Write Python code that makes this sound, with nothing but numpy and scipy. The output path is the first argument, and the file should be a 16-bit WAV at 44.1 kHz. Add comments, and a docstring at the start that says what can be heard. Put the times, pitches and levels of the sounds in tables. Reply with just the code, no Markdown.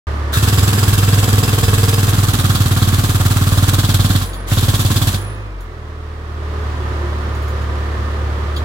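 """A diesel compressor idles near a garden deck, then revs under load as a pneumatic jackhammer starts.
Each blow thumps, clanks, rings the steel and spits air. Near 2 s the bit breaks through and scrapes in
its hole. The valve whistles shut after 4.2 s and again after a short second burst. The compressor sinks
back to idle under two faint far whines. A dog's collar tags tinkle close by, once between the bursts
and several times toward the end."""
import sys
import numpy as np
from scipy import signal
from scipy.fft import rfft, irfft
from scipy.io import wavfile
from scipy.ndimage import uniform_filter1d

SR = 44100
rng = np.random.default_rng(int(sys.argv[2]) if len(sys.argv) > 2 else 0)


def write(x):
    x = np.atleast_2d(x).T
    wavfile.write(sys.argv[1], SR, np.round(np.clip(x, -1, 1) * 32767).astype(np.int16))


N = 381024
T = np.arange(N) / SR
AGE = T[:SR // 2]  # time axis of impulse responses, s

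# Trigger held. Each row: press in s, first blow in s, release in s.
BURSTS = [(.331, .368, 4.245), (4.48, 4.517, 5.16)]


def amp(db):
    """Decibels to gain."""
    return 10 ** (np.asarray(db) / 20)


def fade(t60_s):
    """Exponential decay."""
    return np.exp(-np.log(1000) * AGE / t60_s)


def swell(rise_s, t60_s):
    """Soft attack, exponential decay."""
    return (1 - np.exp(-AGE / rise_s)) * fade(t60_s)


def plateau(start_s, hold_s, rise_db_per_s, fall_db_per_s):
    """Envelope in dB: reaches 0 at the start, holds, falls."""
    return np.minimum(T - start_s, 0) * rise_db_per_s - np.maximum(T - start_s - hold_s, 0) * fall_db_per_s


def curves(table, at=T):
    """Table columns, interpolated along the first."""
    axis, *columns = np.transpose(table)
    return [np.interp(at, axis, c) for c in columns]


def walk(rate_hz):
    """Smooth random drift, spread near 1."""
    k = int(SR / rate_hz)
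    steps = np.repeat(rng.standard_normal(N // k + 1), k)
    return 1.31 * uniform_filter1d(uniform_filter1d(steps, k), k)[:N]


def colour(x, points):
    """Filter by (Hz, dB) points on a log-frequency axis."""
    hz, db = np.transpose(points)
    bins_hz = np.maximum(np.arange(N // 2 + 1) * SR / N, 1)
    return irfft(rfft(x) * amp(np.interp(np.log(bins_hz), np.log(hz), db)), N)


def noise(points):
    """Three independent noises of one colour, rms 1: direct, scattered left, scattered right."""
    x = colour(rng.standard_normal((3, N)), points)
    return x / x.std()


def strikes(times_s, db):
    """One impulse per hit."""
    x = np.zeros(N)
    x[(np.clip(times_s, 0, T[-1]) * SR).astype(int)] = amp(db)
    return x


def excite(x, response):
    """Convolve with an impulse response."""
    return signal.fftconvolve(x, response)[:N]


def ring(modes, times_s, db, scatter_db, jitter_s):
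    """Decaying modes, struck a little differently each time."""
    out = 0
    for hz, mode_db, t60_s in modes:
        size, late = rng.standard_normal((len(times_s), 2)).T
        hits = strikes(times_s + jitter_s * late, db + mode_db + scatter_db * size)
        out = out + excite(hits, fade(t60_s) * np.sin(2 * np.pi * hz * AGE + rng.uniform(0, 2 * np.pi)))
    return out


def stereo(x):
    """Sound reaches the right microphone 8 samples before the left."""
    return np.array([np.roll(x, 8), x])


def spread(x, scattered):
    """Mix a noise's direct and scattered rows by power share."""
    return np.sqrt(1 - scattered) * stereo(x[0]) + np.sqrt(scattered) * x[1:]


def yard(x, wet_db, t60_s):
    """Direct sound plus short scatter from fences and walls."""
    tails = rng.standard_normal((2, len(AGE))) * fade(t60_s)
    return stereo(x) + amp(wet_db) * np.array([excite(x, h / np.linalg.norm(h)) for h in tails])


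def shade(pair, balance):
    """The microphones' housing colours left and right differently."""
    hz, db = np.transpose(balance)
    return np.array([colour(x, np.column_stack([hz, side * db / 2])) for x, side in zip(pair, (1, -1))])


def far_whines():
    """Thin tones that swell and sag slowly."""
    # Each row: start in s, length in s, pitch in Hz, sag in Hz/s, final level in dB.
    whines = [(5.699, 0.93, 437, 17.3, -33.5), (6.82, 0.25, 355.7, 5.8, -28)]
    swell_db, edge_db_per_s = 10.5, 148
    out = 0
    for start_s, length_s, hz, sag_hz_per_s, db in whines:
        age_s = np.clip(T - start_s, 0, length_s)
        edges_db = plateau(start_s, length_s, edge_db_per_s, edge_db_per_s)
        level_db = db + swell_db * (age_s / length_s - 1) + edges_db + 1.5 * walk(5.9)
        out = out + amp(level_db) * np.sin(2 * np.pi * np.cumsum(hz - sag_hz_per_s * age_s) / SR)
    return stereo(out)


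def compressor():
    """Diesel hum, clatter pulsing at the firing rate, and a low drone."""
    # Speed; the governor hunts under load. Each row: time in s, firing rate in Hz.
    speed = [(.35, 36.3), (.65, 37), (1.25, 54), (1.55, 50), (1.95, 41.5), (2.6, 51.5), (3.3, 43.5),
             (4.4, 46.4), (4.95, 42.5), (5.32, 52.3), (5.46, 50.3), (5.8, 38.5), (6.5, 37.5), (7.45, 36.6)]
    # Effort; drops while coasting to idle. Each row: time in s, gain in dB.
    effort = [(.33, -1), (1, -1), (4.35, -5), (5.25, -3.5), (5.55, -11), (6.25, -8), (6.55, -2.5),
              (6.9, -0.5)]
    # Hum by speed. Each row: firing rate in Hz, levels of partials 1, 2 and 3 in dB.
    partials = [(39.2, -37, -19.5, -30), (45.2, -26, -27.5, -41), (49.3, -29.5, -21.5, -44)]
    # Fainter partials. Each row: multiple of the firing rate, level in dB.
    overtones = [(5, -49), (6, -47.5), (7, -54), (10, -44), (14, -49), (27, -47.5), (33, -44.5), (49, -45)]
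    # Noise spectra. Each row: frequency in Hz, relative density in dB.
    clatter_spectrum = [(82, -20), (140, -5), (220, -4.5), (279, -6.5), (360, -1), (390, -3), (638, -6.5),
                        (840, -9), (984, -5.5), (1220, -6), (1400, -11.5), (1810, -13), (2390, -21),
                        (3400, -22.5), (15500, -48)]
    drone_spectrum = [(22, -32), (34, -16), (50, -23), (90, 9.5), (125, -3), (170, -43)]
    # Shading from this direction. Each row: frequency in Hz, left minus right in dB.
    balance = [(60, 1.5), (110, -4), (200, 1.5), (380, -3.5), (700, -1.5), (1290, -4.5), (2380, -1),
               (4400, -4), (8120, -2.5), (15000, 0)]
    firing_hz, = curves(speed)
    effort_db, = curves(effort)
    phase = 2 * np.pi * np.cumsum(firing_hz * (1 + .00286 * walk(20))) / SR
    hum = sum(amp(db + effort_db * (k > 1) + .5 * walk(11)) * np.sin(k * phase)
              for k, db in enumerate(curves(partials, firing_hz), 1))
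    hum += sum(amp(db + effort_db + 2 * walk(5)) * np.sin(k * phase + .78 * walk(5.5))
               for k, db in overtones)
    clatter = noise(clatter_spectrum) * amp(-28 + effort_db + .58 * np.sin(phase) + .3 * walk(15))
    low = colour(clatter, [(300, 1.5), (900, -3.5), (2000, -28.5), (5000, -43)])
    treble = spread(clatter - low, 1) * amp(2.5)
    drone = spread(noise(drone_spectrum), .03) * amp(-34 + effort_db)
    return shade(stereo(np.sqrt(2) * hum) + spread(low, .16) + treble + drone, balance)


def collar():
    """Small metal tags click, ring and bounce once."""
    # Tag contacts. Each row: time in s, low-mode gain in dB, high-mode gain in dB.
    contacts = [(4.333, -35, -38.5), (5.357, -70, -57), (5.606, -51, -45.5), (7.348, -52, -47),
                (7.42, -53, -45), (7.48, -58, -43), (7.615, -60, -48.5), (8.564, -25.5, -40)]
    # Tag modes. Each row: frequency in Hz, relative level in dB, T60 in s.
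    modes = [(3300, 7, 0.035), (3500, 5, .04), (4080, -4, .05), (4670, -5, .05), (6800, 3, 0.055),
             (9600, 1, 0.054), (11480, -2, 0.098), (12400, -7, .07), (13500, -6, .09), (15200, -7, .06)]
    times_s, low_db, high_db = np.transpose(contacts)
    rings = 0
    for mode in modes:
        band_db = low_db if mode[0] < 6000 else high_db
        for late_s, db in [(0, -7), (.011, -10)]:  # hit, bounce
            rings = rings + ring([mode], times_s + late_s, band_db + db, scatter_db=2, jitter_s=.0003)
    click = noise([(2500, -30), (3400, 3), (4700, -6), (5600, -23)])[0]
    click *= excite(strikes(times_s, low_db - 3), fade(.062))
    tick = noise([(2000, -18), (5000, 0), (15000, 1)])[0]
    tick *= excite(strikes(times_s, high_db - 3), fade(.11))
    return yard(rings + click + tick, wet_db=1, t60_s=.17)


def valve():
    """Air rushes in as the valve opens and whistles through the narrowing seat as it shuts."""
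    # Valve cracks open. Each row: time in s, gain in dB.
    openings = [(0.328, -13), (.452, -24), (.478, -30)]
    rush = noise([(700, -31), (1250, -2), (1600, 1), (2200, -19), (3000, -22), (3700, -1.5),
                  (4600, -16), (12000, -18)])
    opening = excite(strikes(*np.transpose(openings)), swell(.0083, .3))
    whistle = noise([(8000, -58), (9600, -21), (10000, 0), (10350, -36), (12000, -60)])
    closing = sum(amp(plateau(release_s, hold_s=.15, rise_db_per_s=309, fall_db_per_s=210))
                  for *_, release_s in BURSTS)
    return spread(rush, .64) * opening + spread(whistle, .31) * closing * amp(-42 + 1.9 * walk(90))


def exhaust(times_s, db):
    """Air leaks while the trigger is held and spits twice a stroke; the supply sags through each burst."""
    # Air spectrum. Each row: frequency in Hz, relative density in dB.
    spectrum = [(1180, -4.5), (2000, -6.5), (2110, -6.5), (2820, -3), (3320, 1), (3870, -0.5), (5310, -6),
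                (7810, -2), (8960, -6.5), (11300, -4), (15500, -8.5)]
    sag_db_per_s = .32
    puff = swell(.0017, .11)
    first = excite(strikes(times_s, db + 1.4 * rng.standard_normal(len(times_s))), puff)
    second = excite(strikes(times_s + .01, db), puff)
    held = uniform_filter1d(sum((T > on) * (T < off) * 1. for on, _, off in BURSTS), SR // 50)
    held_s = sum((T > on) * (T < off) * (T - on) for on, _, off in BURSTS)
    hang = fade(.33) ** 2  # hiss lingers between the houses
    leak_power = amp(-10.5) ** 2 * held + amp(-12) ** 2 * excite(held, hang / hang.sum())
    flow = np.sqrt(first ** 2 + second ** 2 + abs(leak_power))
    return spread(noise(spectrum), .92) * flow * amp(-18 - sag_db_per_s * held_s + 1.66 * walk(400))


def pavement(times_s, db, sunk):
    """The slab knocks hollow until it breaks; the bit's rebound softens as it crumbles; rubble rattles."""
    # Pavement modes. 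Each row: frequency in Hz, relative level in dB, T60 in s.
    rebound_modes = [(1145, -31.5, 0.087), (1236, -27, 0.13), (1405, -27, 0.048), (1525, -37, 0.056)]
    slab_modes = [(438, -26, 0.038), (461, -17, 0.087), (507, -23, 0.03)]
    rubble_modes = [(534, -26, .035), (580, -26.5, .035), (658, -32, 0.032)]
    break_s, crumble_s = 1.89, 3.6
    soften_db_per_s, loosen_db_per_s = 15.5, 25
    rebound_db = db - 6 * (1 - sunk) + 2.5 * sunk - soften_db_per_s * np.maximum(times_s - crumble_s, 0)
    slab_db = db + np.interp(times_s, T, plateau(break_s, 0, rise_db_per_s=6.5, fall_db_per_s=54))
    rubble_db = db + loosen_db_per_s * np.minimum(times_s - crumble_s, 0)
    rebound = ring(rebound_modes, times_s + .008, rebound_db, scatter_db=1, jitter_s=.0002)
    slab = ring(slab_modes, times_s + .004, slab_db, scatter_db=1, jitter_s=.0001)
    rubble = ring(rubble_modes, times_s, rubble_db, scatter_db=.5, jitter_s=.0012)
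    return rebound + slab + rubble


def crushing(times_s, bite_db, bounce_db):
    """The bit cracks the pavement and crushes grit, then bounces once."""
    # Noise spectra. Each row: frequency in Hz, relative density in dB.
    crack_spectrum = [(300, -14), (700, -8), (1250, -3), (1750, 7), (2200, -1), (3500, -7), (5000, -4),
                      (12000, -41)]
    grit_spectrum = [(35, -25), (65, 13.5), (130, 5.5), (220, 8.5), (330, -7), (600, -18), (850, -8.5),
                     (1200, -16), (1650, -3), (2200, -25), (4000, -28)]
    bites = strikes(times_s - .0015, bite_db) + strikes(times_s + .0092, bounce_db)
    crack = spread(noise(crack_spectrum), .69) * excite(bites, fade(.0074)) * amp(-19.5)
    grit = spread(noise(grit_spectrum), .1) * excite(bites, fade(.19)) * amp(-24.5)
    return crack + grit


def scrape(times_s, db, sunk):
    """The sunk steel scrapes in its hole, less while it sits firmly on hard ground."""
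    # Friction spectrum. Each row: frequency in Hz, relative density in dB.
    spectrum = [(2000, -37), (2900, -17), (3350, 1.5), (3800, -1.5), (4400, -4), (5100, -9.5), (8000, -34)]
    firm_at_s, firm_width_s = 3.27, .22
    firm = np.exp(-((times_s - firm_at_s) / firm_width_s) ** 2)
    rub_db = db - 21 * (1 - sunk) + 1.5 * sunk - 23 * firm
    rub = excite(strikes(times_s + .0018, rub_db), swell(.0039, .13))
    return spread(noise(spectrum), .94) * rub * amp(-23)


def chisel(times_s, db, sunk):
    """The steel rings, weaker in its hole, and reaches each microphone by different paths."""
    # Steel modes. Each row: frequency in Hz, relative level in dB, T60 in s.
    modes = [(1100, -26, .09), (1655, -29, .07), (2630, -30, .1), (2710, -31, .13), (3182, -31, .09),
             (3515, -31, .09), (4962, -32.5, .2), (4986, -32.5, .2), (7262, -34.5, .35), (7811, -29.5, .2),
             (11047, -38, .16), (13329, -41, .25), (13727, -38, .18), (14530, -43, .16)]
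    return np.array([ring(modes, times_s + .004, db - 12 * sunk, scatter_db=4, jitter_s=.0004)
                     for _ in range(2)])


def thump(times_s, db):
    """Pressure pulse of each stroke: a boom falling in pitch, the muffler ringing above it."""
    # Muffler modes. Each row: frequency in Hz, relative level in dB, T60 in s.
    modes = [(198.1, -28.5, 0.38), (234.7, -19.5, 0.13), (281.7, -24.5, 0.22), (307, -34.5, 0.091)]
    pitch_hz = 95 + 65 * np.exp(-AGE / .0046)
    boom = -np.sin(2 * np.pi * np.cumsum(pitch_hz) / SR) * swell(.003, .13)
    muffler = sum(amp(mode_db) * fade(t60_s) * np.sin(2 * np.pi * hz * AGE) for hz, mode_db, t60_s in modes)
    size, rattle, late = rng.standard_normal((3, len(times_s)))
    low = excite(strikes(times_s + .0012, db + .35 * size), boom)
    low = colour(low, [(22, -18), (40, -14), (60, -6), (100, .4), (160, .5), (240, 3)])
    body = excite(strikes(times_s + .0032 + .0003 * late, db + rattle - .5), muffler)
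    return stereo(low + body)


def piston():
    """Blow times in s and a flag on each burst's last, which comes late on the remaining air."""
    # Pace; slower once the bit has sunk. Each row: time in s, blows per s.
    pace = [(.368, 14.5), (.426, 19.96), (2.23, 19.96), (2.31, 18.7), (3, 18.33), (3.7, 19.05),
            (4.2, 19.05), (4.5, 18.3), (5.1, 17.8)]
    strokes = np.cumsum(curves(pace)[0]) / SR
    spans = [np.interp([first_s, release_s], T, strokes) for _, first_s, release_s in BURSTS]
    runs = [np.interp(np.arange(*span), strokes, T) for span in spans]
    last = np.concatenate([run == run[-1] for run in runs])
    return np.concatenate(runs) + .01 * last, last


def jackhammer():
    """The piston drives the steel into the pavement; the last blow of a burst is weak."""
    # Casing and pavement modes. Each row: frequency in Hz, relative level in dB, T60 in s.
    clank_modes = [(350, -34, 0.047), (427, -35, 0.06), (540, -41, 0.054), (742, -27.5, 0.14),
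                   (880, -60, 0.049), (1050, -32, 0.2), (1134, -23.5, 0.061), (1290, -27, 0.021),
                   (1345, -28.5, 0.1), (1550, -26, 0.039), (1690, -38, 0.067)]
    # Shading from the hammer's side. Each row: frequency in Hz, left minus right in dB.
    balance = [(60, -8.5), (110, 1), (200, -3.5), (380, 0.5), (700, -1.5), (1290, -8), (2380, 1),
               (4400, -2), (8120, -1.5), (15000, 0.5)]
    seating_s, sink_at_s, sink_length_s = .021, 2.1, .32
    times_s, last = piston()
    sunk = np.clip(.5 + (times_s - sink_at_s) / sink_length_s, 0, 1)  # 0 on the surface, 1 in the hole
    blow_db = -1 - 7 * last
    contact_db = -4 * np.exp(-(times_s - times_s[0]) / seating_s) - 2 * last  # the bit seats itself first
    clank_db = contact_db - 1.5 + .2 * sunk
    clank = ring(clank_modes, times_s, clank_db - 2.5, scatter_db=1.5, jitter_s=.00023)
    knocks = pavement(times_s, contact_db, sunk)
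    steel = chisel(times_s, contact_db, sunk)
    rings = yard(clank + knocks, wet_db=-9, t60_s=.3) + steel
    bite_db, bounce_db, rub_db = 2 * rng.standard_normal((3 * len(times_s))).reshape(-1, 3).T
    crunch = crushing(times_s, clank_db + bite_db, clank_db + bounce_db)
    friction = scrape(times_s, contact_db + rub_db, sunk)
    return shade(thump(times_s, blow_db) + rings + crunch + friction + exhaust(times_s, blow_db), balance)


def scene():
    """Work site and deck, in stereo."""
    return jackhammer() + valve() + compressor() + far_whines() + collar()


def record(dry):
    """Brief opening silence, clipped peaks, steep low-pass."""
    start_s, top_hz = .069, 15850
    sound = np.clip(dry, -.97, .97) * (T > start_s)
    return signal.sosfilt(signal.ellip(10, .1, 80, top_hz, fs=SR, output="sos"), sound)


dry = scene()
out = record(dry)
write(out)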